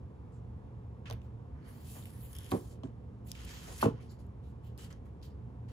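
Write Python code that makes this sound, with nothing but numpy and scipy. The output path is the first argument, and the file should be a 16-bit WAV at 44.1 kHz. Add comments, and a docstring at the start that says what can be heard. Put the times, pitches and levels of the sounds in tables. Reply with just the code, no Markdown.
"""A low ventilation rumble with a wavering hum is heard first: shaped steady noise plus narrow noise bands.
Then a stiff cardboard box is handled on a wooden desk in a quiet room, close to two small microphones.
Fingers, card and cloth slide with a fine rasp (noise through resonances), edges tick as they catch (short
cracks of noise), and the hollow box knocks on the desk (sines that die away). A short room tail follows."""
import sys
import numpy as np
from scipy import signal
from scipy.fft import rfft, irfft, next_fast_len
from scipy.io import wavfile

SR = 44100
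rng = np.random.default_rng(int(sys.argv[2]) if len(sys.argv) > 2 else 0)


def master(y):
    """Save y as 16-bit WAV."""
    cut = np.clip(np.atleast_2d(y).T, -1, 1)
    pcm = np.round(cut * 32767)  # scale
    wavfile.write(sys.argv[1], SR, pcm.astype(np.int16))


N = 252235  # length in samples

# Steady room noise, low part and high part: pitch_hz, level_db (per Hz)
RUMBLE_SPECTRUM = [(20, -103), (38, -83.5), (55, -64.5), (100, -69.5), (135, -72), (165, -76.5),
                   (230, -77.5), (300, -84.5), (520, -91.5), (800, -99), (1150, -101.5)]
AIR_SPECTRUM = [(1300, -106), (2000, -112), (3300, -117), (4300, -122.5), (6500, -126), (8500, -126),
                (10500, -131), (13500, -135), (16000, -148)]
# Wavering tones of the room: pitch_hz, width_hz, level_db (rms, before any drift)
HUM_TONES = [(70, 25, -53), (116.64, 3.36, -53), (448.4, 104, -64), (717, 34, -74.5), (867, 320, -69.5)]
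DRIFT_DB, DRIFT_PER_S = 1.2, 1.5   # the upper tones swell and sink
UPPER_TONES_FROM_HZ = 202

# Four groups of resonances that colour a slide: pitch_hz, width_hz, level_db (within the group)
RASP_PEAKS = [(2630, 260, -9.5), (3035, 410, -7.5), (4160, 2100, -9)]        # edges and gaps
BODY_PEAKS = [(1120, 920, 9), (2010, 840, 5.5)]        # card panels under the slide
SCRATCH_PEAKS = [(4640, 3200, 5), (6760, 880, 5), (7630, 1180, 6)]  # corners and nails
HISS_PEAKS = [(8550, 2100, -5.5), (10730, 4750, 7), (12500, 7700, 6), (15100, 1700, -1.5)]        # surface grain
# Two long slides of card on card, each a list of points along a curve:
# time_s, rasp_db, then relative to the rasp: body_db, scratch_db, hiss_db
LONG_SLIDES = [
    [(1.5, -104, 15, -10, -15), (1.61, -80.5, 10.5, -14, -22), (1.684, -74, 8.5, -3.5, 5.5),
     (1.836, -73, 1, 1.5, 8), (1.92, -68.5, -6, 6, 14), (2.05, -70, 0, 1, 6.5), (2.15, -74, 5, -2, 8),
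     (2.226, -69, -0.5, -3, 11), (2.33, -71, 0, -1.5, 9.5), (2.45, -66.5, -1, -4.5, 0.5),
     (2.51, -65, 1.5, -1, 4), (2.59, -75, -8, 6.5, 11.5), (2.74, -77.5, 1, 8, 5), (2.81, -95, 8, -15, -12)],
    [(3.342, -83, -2, 1, 1), (3.35, -63.5, 1, -2.5, -6.5), (3.526, -59, -1, -2, -4.5),
     (3.782, -63.5, 1, 4.5, 2.5), (3.81, -57.5, 6.5, -1, 1)],
]
# Short rubs of finger, card or cloth, and the shiver after a knock:
# start_s, rise_s, hold_s, rasp_db, then relative to the rasp: body_db, scratch_db, hiss_db
RUBS = [(.315, 0.009, .045, -100, -9, 19.5, 2), (1.054, 0.0025, 0.029, -63.5, 5, -8, -26),
        (1.097, 0.0044, 0.0017, -67.5, 11.5, -9, 2), (1.12, 0.0048, 0.012, -78, -4, -9, 4),
        (1.217, .003, 0.039, -84, -5, -3, -2), (2.515, 0.0013, 0.00099, -63, 12, 7.5, -5),
        (2.833, 0.0016, 0.012, -78, 10, 4, -32), (3.238, 0.037, 0.016, -74.5, 4, 6.5, 15),
        (3.275, 0.0089, 0.019, -67.5, -12, 6.5, -5), (3.805, 0.0068, 0.025, -47, 1, -5, -3.5),
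        (3.95, 0.003, 0.051, -75, 2.5, -19, -30), (4.003, 0.0036, 0.057, -74, -4, -2.5, -7.5),
        (4.087, 0.024, 0.0066, -77, 4, -6, 7), (4.183, 0.014, .002, -80, 2, 1, 4),
        (4.41, 0.032, 0.06, -86.5, -18, 1, 1), (4.618, 0.028, 0.036, -74, -10, -5.5, -0.5),
        (4.777, 0.007, 0.068, -63.5, -2.5, -1.5, -3), (4.9, 0.0041, 0.0064, -68.5, 5.5, -2, -5),
        (5.045, 0.011, 0.0016, -85.5, 13, 3, 6.5), (5.215, 0.018, 0.02, -70.5, -4.5, -3.5, 3.5),
        (5.68, 0.0053, .05, -72, 2.5, -5, -8)]
# How fast a rub dies away in rasp, body, scratch and hiss: fade (dB per second)
RUB_FADES_DB_PER_S = [280, 274, 310, 407]

# Scuffs and soft shoves, noise around one pitch: start_s, rise_s, hold_s, level_db, pitch_hz, width_hz
SCUFFS = [(1.055, 0.0025, .015, -56.5, 2550, 990), (1.6, 0.033, 0.17, -78, 4430, 590),
          (1.948, 0.0077, 0.02, -55.5, 600, 585), (3.665, 0.016, 0.042, -52, 370, 376),
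          (2.324, 0.026, 0.12, -69, 3270, 590), (3.998, 0.0041, 0.011, -68, 2320, 590),
          (4.083, 0.012, 0.026, -69, 4470, 1200), (4.08, 0.02, 0.025, -73.5, 7100, 800),
          (4.178, 0.011, 0.015, -80, 6900, 590), (4.182, .008, .02, -78, 4600, 900),
          (4.408, 0.033, .04, -81, 3680, 900), (4.63, .012, 0.042, -78, 2900, 600),
          (4.78, .005, 0.079, -73, 2200, 1500), (5.223, 0.0027, 0.026, -65.5, 4000, 2000),
          (5.291, 0.014, 0.018, -82, 4700, 900)]
SCUFF_FADE_DB_PER_S = 395

# Edges catching: start_s, level_db (peak), pitch_hz (main ring), treble_db (relative to ring), fade_ms
TICKS = [(1.1000, -37, 4900, -6, 0.61), (1.1101, -32.5, 3500, -27, 0.97), (1.1263, -41, 2300, -14, 0.87),
         (1.133, -48, 2780, 6, 0.94), (1.217, -57.5, 2750, -25, 2.5), (2.025, -52, 3500, -6, 2.5),
         (2.0556, -43, 2540, 2.5, 2.1), (2.507, -43, 6800, -9, 1.5), (2.512, -40.5, 3670, 3, 2),
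         (2.5171, -31.5, 3150, -2, 1.8), (2.834, -46.5, 3060, -30, 2.6), (2.873, -59, 3130, -22, 3),
         (3.2735, -60, 2580, 12, 1.5), (3.3166, -29, 5440, -3, 0.91), (3.352, -41.5, 2440, -12, 2.3),
         (3.449, -42, 9000, -3, 1.0), (3.454, -46, 9900, 1, 1.0), (3.7938, -46, 7670, 2, 1.1),
         (3.8159, -36.5, 4340, 3.5, 5.2), (4.267, -66, 9000, 5, .6), (4.777, -47.5, 4500, 5, 1.5),
         (4.845, -50, 4500, 0, 1.3), (4.905, -65, 2400, -8, 1.2), (4.927, -49.5, 5670, -8, 1.6),
         (5.055, -68, 2600, -3, 1.2), (5.072, -76, 2600, -3, 1.2), (5.216, -59.5, 3000, -12, 1.5),
         (5.229, -50, 4860, -15, 2.7)]
TICK_SCRATCH_DB = -18   # corner scratch in every catch, relative to its ring
# One edge stutters along the rim: start_s, level_db (peak)
STUTTER = [(2.33, -46), (2.351, -42), (2.364, -41.5), (2.3855, -35.5), (2.4066, -48), (2.432, -49),
           (2.444, -45), (2.449, -52), (2.457, -49), (2.463, -46), (2.49, -48)]
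# The rings shared by all its ticks: pitch_hz, width_hz, level_db (relative)
STUTTER_RINGS = [(3260, 320, 8), (5270, 530, -0.5), (6900, 1100, -2), (10900, 1500, 3)]
STUTTER_FADE_MS = 2.5

# Modes (natural tones) of box and desk: pitch_hz, level_db (relative), t60_s (time to fall 60 dB,
# before the hand's limit), lean (right -1 to left 1, before the ports)
BOX_MODES = [(87, 4.5, 0.028, -.1), (138.3, 6, 0.045, -0.026), (177.3, 0, 0.043, -0.12),
             (242.3, -0.5, 0.054, -0.28), (333, 1.5, 0.02, -0.2), (422, 0.5, 0.032, -0.22),
             (464.7, 1.5, 0.032, 0.27), (507.5, 1.5, 0.024, -0.074), (634, -5.5, 0.04, 0.13),
             (708, -8, 0.034, 0.097), (837, -1, 0.015, -0.11), (957, -5.5, 0.026, -0.2),
             (980, 1.5, 0.012, -0.075), (1225, -3, 0.0074, -0.11), (1520, -16, 0.037, .1)]
# Bumps and bounces, several in quick succession within one blow: start_s, level_db (peak),
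# hardness_hz (of the contact)
BUMPS = [(1.1005, -36.5, 870), (1.114, -32, 99), (1.133, -33, 79), (2.521, -25.5, 324),
         (2.5235, -24.5, 885), (2.529, -25, 335), (2.5315, -19, 236), (2.538, -32, 795),
         (2.543, -24.5, 300), (2.5485, -24.5, 413), (2.559, -29.5, 241), (2.5595, -35, 900),
         (2.846, -31.5, 269), (2.857, -37, 287), (2.891, -43, 268), (3.8285, -24.5, 446),
         (3.8365, -25, 450), (3.838, -32, 900), (3.842, -22.5, 276), (3.857, -15, 460), (3.861, -17, 201),
         (3.94, -37.5, 173), (3.879, -21, 231)]
# The box lands corner first, its face follows: start_s, corner_db (peak), face_db (peak), hardness_hz (corner)
LANDINGS = [(1.1111, -33, -49, 716), (2.5182, -26.5, -32, 1220), (2.834, -41, -35.5, 680),
            (3.8278, -14.5, -26.5, 1160), (3.851, -29, -21.5, 790)]
FACE_LAG_S, FACE_HARDNESS = 0.00439, 0.46   # hardness as a part of the corner's
MODE_DETUNE = .03    # each mode's pitch varies a little by chance at every contact
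HELD_T60_S = .045    # the hand on the box lets no mode ring longer

ROOM_T60_S, ROOM_DB = 0.21, -16
ROOM_LOW_HZ, WALL_CUT_HZ = 202, 3400   # the small room returns little bass, its walls dull the treble

# The two microphone ports: pitch_hz, likeness (0 to 1), tilt_db (left over right), lead (of right, radians)
PORTS = [(39.2, 1, -0.5, 0.3), (290, 0.83, -3.5, -.5), (663, 0.56, 2.5, -1.88), (1020, 1, 0, -1.3),
         (1730, 0, -4, -2), (3370, 0, -0.5, -0.5), (4900, 0.47, 3.5, -1.15), (6540, 0.46, 1, -0.48),
         (8470, 0.71, -2.5, 3.5), (10900, .99, 2, 6.5), (13500, .99, -2.5, 9), (16200, .95, 10, 13.5)]
LOW_CUT_HZ, CUTOFF_HZ = 56.2, 16300


def from_db(db):
    """Gain of a level in dB."""
    return 10 ** (np.asarray(db) / 20)


def rms_one(x):
    """Scaled to rms 1 (an average strength of 1)."""
    return x / np.sqrt(np.mean(x ** 2) + 1e-20)


def resonate(x, hz, width_hz):
    """Two-pole resonance: lets through the sound around one pitch, with a gain of about 1 there."""
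    r = np.exp(-np.pi * width_hz / SR)
    top = (1 - r * r) / 2
    return signal.lfilter([top, 0, -top], [1, -2 * r * np.cos(2 * np.pi * hz / SR), r * r], x)


def bank(x, peaks):
    """Resonances side by side, each filtered twice, with alternating signs; rms 1."""
    total = 0
    for k, (hz, width_hz, db) in enumerate(peaks):
        ring = resonate(resonate(x, hz, width_hz), hz, 2 * width_hz)
        total = total + (-1) ** k * from_db(db) * ring
    return rms_one(total)


def flicker(rate):
    """Random wander around zero, rms 1, mostly slower than the rate in Hz."""
    r = np.exp(-2 * np.pi * rate / SR)
    noise = rng.standard_normal(N + SR)
    return rms_one(signal.lfilter([1], [1, -2 * r, r * r], noise)[SR:])   # skip the filter's first second


def swell(since, rise_s, hold_s, fade_db_per_s):
    """Rise, hold, then a steady fall in dB; one row for each fade rate."""
    rise = np.clip(since / rise_s, 0, 1) ** 2
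    fading_s = np.maximum(since - rise_s - hold_s, 0)
    return rise * from_db(-np.outer(fade_db_per_s, fading_s))


def rumble():
    """Ventilation: noise mostly falling with pitch, and narrow noise bands heard as wavering tones."""
    hz = np.maximum(np.arange(N // 2 + 1) * SR / N, 1)
    points = np.array(RUMBLE_SPECTRUM + AIR_SPECTRUM)
    colour = from_db(np.interp(np.log(hz), np.log(points[:, 0]), points[:, 1]))
    out = np.sqrt(SR / 2) * irfft(rfft(rng.standard_normal((2, N))) * colour, N)
    for tone_hz, width_hz, db in HUM_TONES:
        drift_db = DRIFT_DB * (tone_hz > UPPER_TONES_FROM_HZ) * flicker(DRIFT_PER_S)
        tone = bank(rng.standard_normal((2, N + SR)), [(tone_hz, width_hz, 0)])[:, SR:]
        out += from_db(db + drift_db) * tone
    return out


def strokes():
    """Gains in time of rasp, body, scratch and hiss: slides follow curves, rubs swell; powers add."""
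    t, power = np.arange(N) / SR, np.zeros((4, N))
    for rows in LONG_SLIDES:
        s, rasp_db, *shares_db = np.transpose(rows)
        for k, share_db in enumerate([0, *shares_db]):
            level_db = np.interp(t, s, rasp_db + share_db, left=-np.inf, right=-np.inf)
            power[k] += from_db(level_db) ** 2
    for s, rise_s, hold_s, db, *shares_db in RUBS:
        start = round(s * SR)
        at = slice(start, start + SR // 2)
        gains = from_db(db + np.c_[[0, *shares_db]])
        power[:, at] += (gains * swell(t[at] - s, rise_s, hold_s, RUB_FADES_DB_PER_S)) ** 2
    return np.sqrt(power)


def shifting(x, peaks, patchy_db=1.5, rate=7.0):
    """Resonances that each wax and wane as the grip moves over the card; rms 1."""
    total = 0
    for k, (hz, width_hz, db) in enumerate(peaks):
        gain = from_db(db + patchy_db * flicker(rate))
        total = total + gain * bank(x, [(hz, width_hz, 0)]) * (-1) ** k
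    return rms_one(total)


def slide(grain_db=2.2, clump_db=1.2, uneven_db=0.8):
    """Fibres catch and let go thousands of times a second; four groups of resonances colour them."""
    grain = np.minimum(rng.exponential(1, (2, N)), 5)
    strength_db = grain_db * grain + clump_db * flicker(103) + uneven_db * flicker(16)
    fibres = rng.standard_normal((2, N)) * from_db(strength_db)
    groups = (RASP_PEAKS, BODY_PEAKS, SCRATCH_PEAKS, HISS_PEAKS)
    return sum(gain * shifting(fibres, peaks) for gain, peaks in zip(strokes(), groups))


def scuffs(length=SR // 4):
    """Scuffs and soft shoves: short swells of noise around one pitch."""
    out = np.zeros((2, N + length))
    noises = rng.standard_normal((len(SCUFFS), 2, length))
    for (s, rise_s, hold_s, db, hz, width_hz), noise in zip(SCUFFS, noises):
        shape = swell(np.arange(length) / SR, rise_s, hold_s, SCUFF_FADE_DB_PER_S)
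        start = round(s * SR)
        out[:, start:start + length] += from_db(db) * shape * bank(noise, [(hz, width_hz, 0)])
    return out[:, :N]


def ticks(sharp=1400, length=1500):
    """An edge catches: a fast-fading crack of noise rings, more broadly if short, with scratch and treble."""
    out, ms = np.zeros((2, N + length)), np.arange(length) * 1000 / SR
    noises = rng.standard_normal((len(TICKS), 2, length))
    for (s, db, hz, treble_db, fade_ms), noise in zip(TICKS, noises):
        crack = noise * np.exp(-ms / fade_ms)
        ring = resonate(crack, hz, sharp / fade_ms)
        parts = ring, bank(crack, SCRATCH_PEAKS), bank(crack, HISS_PEAKS)
        shares_db = 0, TICK_SCRATCH_DB, treble_db
        tick = sum(from_db(share_db) * p / np.abs(p).max() for share_db, p in zip(shares_db, parts))
        start = round(s * SR)
        out[:, start:start + length] += from_db(db) * tick
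    for (s, db), noise in zip(STUTTER, rng.standard_normal((len(STUTTER), 2, length))):
        tick = bank(noise * np.exp(-ms / STUTTER_FADE_MS), STUTTER_RINGS)
        start = round(s * SR)
        out[:, start:start + length] += from_db(db) * tick / np.abs(tick).max()
    return out[:, :N]


def knocks(rise_cycles=0.068, length=SR // 4):
    """A contact pushes hardest on modes near its hardness; low modes rise more slowly; each contact varies."""
    hz, db, t60, lean = np.transpose(BOX_MODES)[:, :, None]
    t, out = np.arange(length) / SR, np.zeros((2, N + length))
    decay = from_db(db - 60 * t / np.minimum(t60, HELD_T60_S))
    shapes = decay * (1 - np.exp(-t * hz / rise_cycles)) ** 2
    count = len(BOX_MODES)
    # neighbouring modes move in opposition; the second row leans each mode to one side
    signs = (-1.) ** np.arange(count) * np.array([np.ones(count), lean[:, 0]])
    contacts = BUMPS + [(s, corner_db, hard_hz) for s, corner_db, _, hard_hz in LANDINGS]
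    contacts += [(s + FACE_LAG_S, face_db, FACE_HARDNESS * hard_hz) for s, _, face_db, hard_hz in LANDINGS]
    chances = rng.standard_normal((len(contacts), 2, count, 1))
    for (s, peak_db, hard_hz), (luck, shift) in zip(contacts, chances):
        push = (hz / hard_hz) ** 2.5 / (1 + (hz / hard_hz) ** 6) * from_db(1.5 * luck)
        tones = np.sin(2 * np.pi * hz * (1 + MODE_DETUNE * shift) * t)
        knock = signs @ (push * shapes * tones)
        start = round(s * SR)
        out[:, start:start + length] += from_db(peak_db) * knock / np.abs(knock[0]).max()
    return out[:, :N]


def room(x, gap_s=0.005):
    """Echoes blur into two unrelated decaying noise tails, thin in bass and dulled by the walls."""
    t = np.arange(SR // 2) / SR
    tails = rng.standard_normal((2, len(t))) * from_db(-60 * t / ROOM_T60_S) * (t > gap_s)
    band = signal.butter(1, [ROOM_LOW_HZ, WALL_CUT_HZ], "band", fs=SR, output="sos")
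    tails = signal.sosfilt(band, tails)
    tails = tails / np.sqrt((tails ** 2).sum(axis=1, keepdims=True))
    return signal.fftconvolve(x[None], tails, axes=1)[:, :N]


def ports(shared, apart):
    """A shared part and a part that differs between left and right; the right port leads in the treble."""
    size = next_fast_len(N + 2048)
    hz, table = np.arange(size // 2 + 1) * SR / size, np.array(PORTS)
    alike, tilt_db, lead = (np.interp(hz, table[:, 0], column) for column in table.T[1:])
    alike, side = np.clip(alike, 0, 1), np.array([[1], [-1]])   # side: left 1, right -1
    common = np.sqrt((1 + alike) / 2) * rfft(shared, size)
    opposed = side * np.sqrt((1 - alike) / 2) * rfft(apart, size)
    tilt = from_db(side * tilt_db / 2) * np.exp(-.5j * side * lead)
    return irfft((common + opposed) * tilt, size)[:, :N]


def scene():
    """Near sources with their room tail, over the rumble, heard through the two ports."""
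    near = slide() + ticks() + knocks() + scuffs()
    tail = from_db(ROOM_DB) * room(near[0])
    shared, apart = near + tail + rumble()   # apart: the part that differs between left and right
    return ports(shared, apart)


def record(dry):
    """The deepest bass is rolled off and the top is cut steeply."""
    high_pass = signal.butter(3, LOW_CUT_HZ, "high", fs=SR, output="sos")
    thin = signal.sosfilt(high_pass, dry)
    low_pass = signal.cheby2(14, 60, CUTOFF_HZ, fs=SR, output="sos")   # 60 dB down from the cutoff up
    return signal.sosfilt(low_pass, thin)


dry = scene()
out = record(dry)
master(out)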